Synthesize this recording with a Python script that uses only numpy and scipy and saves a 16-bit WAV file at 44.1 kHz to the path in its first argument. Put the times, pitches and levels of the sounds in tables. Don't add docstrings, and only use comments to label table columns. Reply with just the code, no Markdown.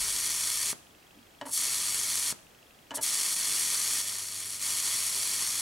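import sys
import numpy as np
from scipy import signal
from scipy.fft import rfft, irfft, next_fast_len
from scipy.io import wavfile
from scipy.ndimage import uniform_filter1d

SR = 44100
rng = np.random.default_rng(int(sys.argv[2]) if len(sys.argv) > 2 else 0)


def output_pcm(signal):
    pcm = np.clip(np.atleast_2d(signal).T, -1, 1) * 32767
    wavfile.write(sys.argv[1], SR, np.round(pcm).astype(np.int16))


N = 247401
TIME = np.arange(N) / SR
FFT_SIZE = next_fast_len(N + SR)
FREQS = np.fft.rfftfreq(FFT_SIZE, 1 / SR)


def from_db(db):
    return 10 ** (np.asarray(db) / 20)


def unit_rms(x):
    return x / np.sqrt(np.mean(x ** 2) + 1e-20)


def over_hz(points):
    hz, value = np.transpose(points)
    return np.interp(np.log(FREQS + 1), np.log(hz), value)


def filtered(x, response):
    return irfft(rfft(x, FFT_SIZE) * response, FFT_SIZE)[..., :N]


def butter(x, hz, kind, order=2):
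    return signal.sosfilt(signal.butter(order, hz, kind, fs=SR, output="sos"), x + 1e-18)


def drift(hz):
    return unit_rms(filtered(rng.standard_normal(N), 1 / (1 + (FREQS / hz) ** 2)))


def clicks(rows):
    out = np.zeros(N)
    for s, db in rows:
        out[int(s * SR)] += from_db(db)
    return out


def snaps(rows, colour):
    return filtered(clicks(rows), colour / np.abs(irfft(colour)).max())


def ring(hits, hz, t60):
    radius, angle = np.exp(-np.log(1000) / (t60 * SR)), 2 * np.pi * hz / SR
    return signal.lfilter([0, np.sin(angle)], [1, -2 * radius * np.cos(angle), radius ** 2], hits + 1e-18)


def dying_noise(hits, t60):
    fade = signal.lfilter([1], [1, -np.exp(-np.log(1000) / (t60 * SR))], hits + 1e-18)
    return fade * rng.standard_normal(N)


# times of striking, catching and going out in seconds,
# flare in dB, time to fill out in seconds, time for the hum to swell in seconds.
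ARC_BURNS = [(-.5, -.45, .731, 0, .02, .4), (1.454, 1.542, 2.327, 4.5, 0.036, .12),
             (2.94, 2.959, 2.981, -1, 0.036, .3), (3.007, 3.033, 5.7, 3, 0.0082, 0.41)]
# time in seconds, relative sizzle in dB.
LAST_BURN = [(3.13, -29.5), (4.0, -29), (4.02, -33), (4.26, -37.5), (4.56, -36.5), (4.58, -39),
             (4.63, -31.5), (4.75, -30.5), (5.6, -30.5)]
# centre and half length in seconds, changes of sizzle and body in dB.
ARC_CHOKES = [(3.353, 0.0079, -3, -8), (4.59, .018, -1.5, -1)]


def burning(settled_db=-30.5, fizz_db=-14, thin_db=-10, starve_db=-9.5,
            strike_s=0.0048, catch_db_per_s=500, flare_s=0.037, starve_s=0.02):
    load, sizzle, body_db = np.zeros((3, N))
    held_db = np.interp(TIME, *np.transpose(LAST_BURN), left=settled_db)
    for start_s, alight_s, out_s, flare_db, fill_s, swell_s in ARC_BURNS:
        rise = np.clip((TIME - start_s) / strike_s, 0, 1)
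        on = uniform_filter1d(rise * (TIME <= out_s), size=180)
        wait, age = np.maximum(alight_s - TIME, 0), np.maximum(TIME - alight_s, 0)
        catch_db = np.maximum(flare_db * np.exp(-age / flare_s) - catch_db_per_s * wait, fizz_db)
        fade_db = starve_db * np.clip(1 - (out_s - TIME) / starve_s, 0, 1)
        load += on * (1 - np.exp(-age / swell_s))
        sizzle += on * from_db(held_db + catch_db + fade_db)
        body_db += on * thin_db * np.exp(-(age / fill_s) ** 2)
    for centre_s, half_s, sizzle_change_db, body_change_db in ARC_CHOKES:
        dip = np.exp(-((TIME - centre_s) / half_s) ** 2)
        sizzle *= from_db(sizzle_change_db * dip)
        body_db += body_change_db * dip
    return load, sizzle, body_db


# frequency in Hz, relative level in dB.
ARC_SPECTRUM = [(60, -26), (200, -21.5), (500, -11.5), (800, -17), (1200, -10), (1550, -10.5), (1900, -7),
                (3000, -6.5), (4500, -2.5), (7000, -0.63), (9800, 0.0), (11500, -4), (13500, -13),
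                (15600, -20.5)]
# upper band edge in Hz, dB gained per dB of body.
BODY_BANDS = [(3000, 1), (6500, .35), (9500, 0), (20000, -.28)]
# time in seconds, peak at the gap in dB.
COPPER_SPITS = [(2.308, -20), (2.315, -17), (3.0408, -12), (3.1016, -18), (3.1877, -18), (4.4262, -22),
                (4.535, -26), (4.544, -25)]


def arc(sizzle, body_db, sparks_per_s=14000, spread_db=3.5, hiss=0.5, flicker_db=1.4,
        strong_db=-30, mains_hz=50, trim_db=-1.45):
    weakness = np.clip(1 - sizzle / from_db(strong_db), 0, 1)
    density = 1 - .8 * weakness
    fires = rng.random(N) < sparks_per_s * density / SR
    sizes = from_db(spread_db * np.minimum(rng.exponential(1, N), 4.5)) * rng.choice([-1, 1], N)
    crackle = unit_rms(fires * sizes / np.sqrt(density)) + hiss * rng.standard_normal(N)
    half_waves = np.cos(4 * np.pi * mains_hz * (TIME - .0053))
    throb = 1 + (0.11 + 0.22 * weakness) * half_waves
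    crackle *= throb * from_db(flicker_db * drift(260))
    colour = from_db(over_hz(ARC_SPECTRUM))
    settled = unit_rms(butter(filtered(crackle, colour), 85, "high"))
    burn, lower_bands = 0, 0
    for edge_hz, share in BODY_BANDS:
        below_edge = filtered(settled, 1 / (1 + (FREQS / edge_hz) ** 8))
        burn += (below_edge - lower_bands) * from_db(share * body_db)
        lower_bands = below_edge
    return from_db(trim_db) * sizzle * burn + snaps(COPPER_SPITS, colour)


# echo delay in milliseconds, signed gain.
NEAR_ECHOES = [(0.707, 0.25), (0.735, -0.2), (0.903, 0.41), (1.034, 0.084), (1.156, 0.1), (1.944, -0.084),
               (2.23, 0.091), (2.28, -0.17), (2.364, 0.078), (2.48, -0.15), (2.71, 0.065), (2.802, -0.087),
               (2.86, 0.07), (2.942, -0.071), (3.173, 0.093), (3.546, -0.08), (4.755, -0.11), (4.923, 0.12),
               (6.282, -0.095), (8.729, -0.15), (10.309, 0.15)]


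def bench(x):
    delay_ms, gains = np.transpose(NEAR_ECHOES)
    coarse_hz = FREQS[::16]
    comb = 1 + np.exp(-2j * np.pi * np.outer(coarse_hz, delay_ms / 1000)) @ gains
    return filtered(x, np.interp(FREQS, coarse_hz, comb))


# frequency in Hz, rms level in dB.
HUM_PARTIALS = [(100, -61.6), (200, -68.5), (300, -75), (400, -76)]


def hum(load):
    waver = from_db(.6 * drift(5))
    partials = sum(from_db(db) * np.sin(2 * np.pi * (hz * TIME + rng.random()))
                   for hz, db in HUM_PARTIALS)
    return np.sqrt(2) * partials * waver * load


# frequency in Hz, gain in dB.
ROOM_RETURN = [(100, -11), (300, -6), (1000, -7.5), (3000, -11.5), (8000, -14.5), (12500, -14.5),
               (16000, -19)]


def workshop(x, early_t60=0.12, late_t60=0.48, late_gain=0.47, first_echo_s=0.003):
    t = TIME[:SR // 2]
    early, late = rng.standard_normal((2, 2, len(t)))
    clutter = early * np.exp(-np.log(1000) * t / early_t60)
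    walls = late_gain * late * np.exp(-np.log(1000) * t / late_t60)
    tail = (clutter + walls) * (t > first_echo_s)
    tail /= np.sqrt(np.sum(tail ** 2, axis=1, keepdims=True))
    return filtered(x, rfft(tail, FFT_SIZE) * from_db(over_hz(ROOM_RETURN)))


# frequency in Hz, relative level in dB.
ROOM_TONE = [(15, -33), (25, -2), (49, -8), (76, -2), (427, -4.5), (488, -6.5), (694, -6), (960, -10),
             (2610, -12), (2910, -12.5), (3330, -14.5), (4240, -15), (15900, -21)]
# frequency in Hz, likeness of left and right from 0 to 1.
ROOM_LIKENESS = [(60, 1), (250, 0.68), (1000, 0), (4000, 0.43), (12000, 1)]


def room_tone(level_db=-59):
    mid, side = rng.standard_normal((2, N))
    colour, alike = from_db(over_hz(ROOM_TONE)), over_hz(ROOM_LIKENESS)
    mid = filtered(mid, colour)
    side = filtered(side, colour * np.sqrt((1 - alike) / (1 + alike)))
    return from_db(level_db) * (mid + side * [[1], [-1]]) / mid.std()


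# time in seconds, rms level in dB.
RUMBLE_FADE = [(0, -54), (.08, -55), (.2, -63), (.45, -69), (.8, -85)]


def rumble(band_hz=(35, 85)):
    level_db = np.interp(TIME, *np.transpose(RUMBLE_FADE))
    return from_db(level_db) * unit_rms(butter(rng.standard_normal(N), band_hz, "band"))


def ticking(low_hz=2600, high_hz=3300, strong_db=-54, weak_db=-57, glide_s=0.0011, length_s=0.0091):
    starts = np.arange(.025, 5.58, .04)
    t = TIME[:SR // 25]
    envelope = np.sin(np.pi * np.minimum(t / length_s, 1)) ** 2
    ticks = np.zeros(N)
    for db, times, bend_s in ((weak_db, starts[::2], .002), (strong_db, starts[1::2], .005)):
        hz = low_hz + (high_hz - low_hz) * (1 + np.tanh(2 * (t - bend_s) / glide_s)) / 2
        chirp = envelope * np.sin(2 * np.pi * np.cumsum(hz) / SR)
        ticks += signal.fftconvolve(clicks((s, db) for s in times), chirp)[:N]
    rasp = 1 + 0.28 * drift(400)
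    return ticks * rasp


# time in seconds, peak at the gap in dB.
POP_EVENTS = [(.7303, -20.5), (2.3262, -21)]
# frequency in Hz, relative level in dB.
POP_SPECTRUM = [(50, -18), (120, 5), (200, 4), (400, -0.5), (700, -4), (1200, -1), (2500, -11),
                (6000, -23.5)]


def pops():
    return snaps(POP_EVENTS, from_db(over_hz(POP_SPECTRUM)))


def soft_bump(at_s=1.185, width_s=0.035, level_db=-57.5, band_hz=(225, 300)):
    swell = np.exp(-((TIME - at_s) / width_s) ** 2)
    return from_db(level_db) * swell * unit_rms(butter(rng.standard_normal(N), band_hz, "band"))


# time in seconds, relative strength in dB, brightness in Hz.
PIPE_TOUCHES = [(1.4123, -41.5, 6000), (1.4193, -45.5, 1300), (1.4539, -44.5, 1400), (1.465, -41, 800),
                (1.49, -46.5, 450), (2.9074, -42, 5000), (2.9150, -42, 2500), (2.9380, -41, 750),
                (2.971, -45, 2000), (2.981, -43, 2800), (2.9887, -42.5, 1900), (3.0110, -48, 700)]
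# frequency in Hz, relative level in dB, time to fall 60 dB in seconds.
PIPE_RESONANCES = [(115, -16, 0.34), (261, -6, 0.17), (295, -6, 0.16), (386, -16, 0.039), (572.6, 1, 0.14),
                   (648, 1.5, 0.042), (860, 3, 0.079), (893, 1, 0.084), (957, 1.5, 0.097), (1185, 2, 0.013),
                   (1420, -18, .03), (1684, -3, 0.12), (1900, 0, 0.041), (2970, 4.5, 0.062),
                   (3380, 1, 0.024)]


def pipe_knocks(uneven_db=2.5, ring_db=-2.5, clatter_db=8.5, crack_db=7.5):
    times, strength_db, bright_hz = np.transpose(PIPE_TOUCHES)
    scatter_db = uneven_db * rng.standard_normal((len(PIPE_TOUCHES), len(PIPE_RESONANCES)))
    ringing = np.zeros(N)
    for k, (hz, mode_db, t60) in enumerate(PIPE_RESONANCES):
        soft_db = -10 * np.log10(1 + (hz / bright_hz) ** 4)
        hit_db = strength_db + ring_db + mode_db + soft_db + scatter_db[:, k]
        ringing += (-1) ** k * ring(clicks(zip(times, hit_db)), hz, t60)
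    clatter = dying_noise(clicks(zip(times, strength_db + clatter_db)), t60=0.092)
    hardness_db = 20 * np.log10(bright_hz / bright_hz.max())
    crack = dying_noise(clicks(zip(times, strength_db + crack_db + hardness_db)), t60=0.028)
    return ringing + butter(clatter, [240, 1500], "band") + butter(crack, [600, 7500], "band", order=4)


# frequency in Hz, left over right in dB.
LEFT_LEAN = [(100, 0), (250, .1), (700, 1), (2000, .6), (4000, 1.3), (8000, .8), (12000, .3)]


def scene():
    load, sizzle, body_db = burning()
    sparks = arc(sizzle, body_db)
    knocks = pipe_knocks() + soft_bump()
    pop = pops()
    direct = bench(sparks) + knocks + pop + hum(load)
    reverb = workshop(sparks + from_db(-2.5) * knocks + from_db(4) * pop)
    pan = from_db(over_hz(LEFT_LEAN) * [[.5], [-.5]])
    return filtered(direct + reverb, pan) + ticking() + room_tone() + rumble()


def record(dry):
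    cutoff_hz = 15900
    return filtered(dry, 1 / np.sqrt(1 + (FREQS / cutoff_hz) ** 400))


dry = scene()
out = record(dry)
output_pcm(out)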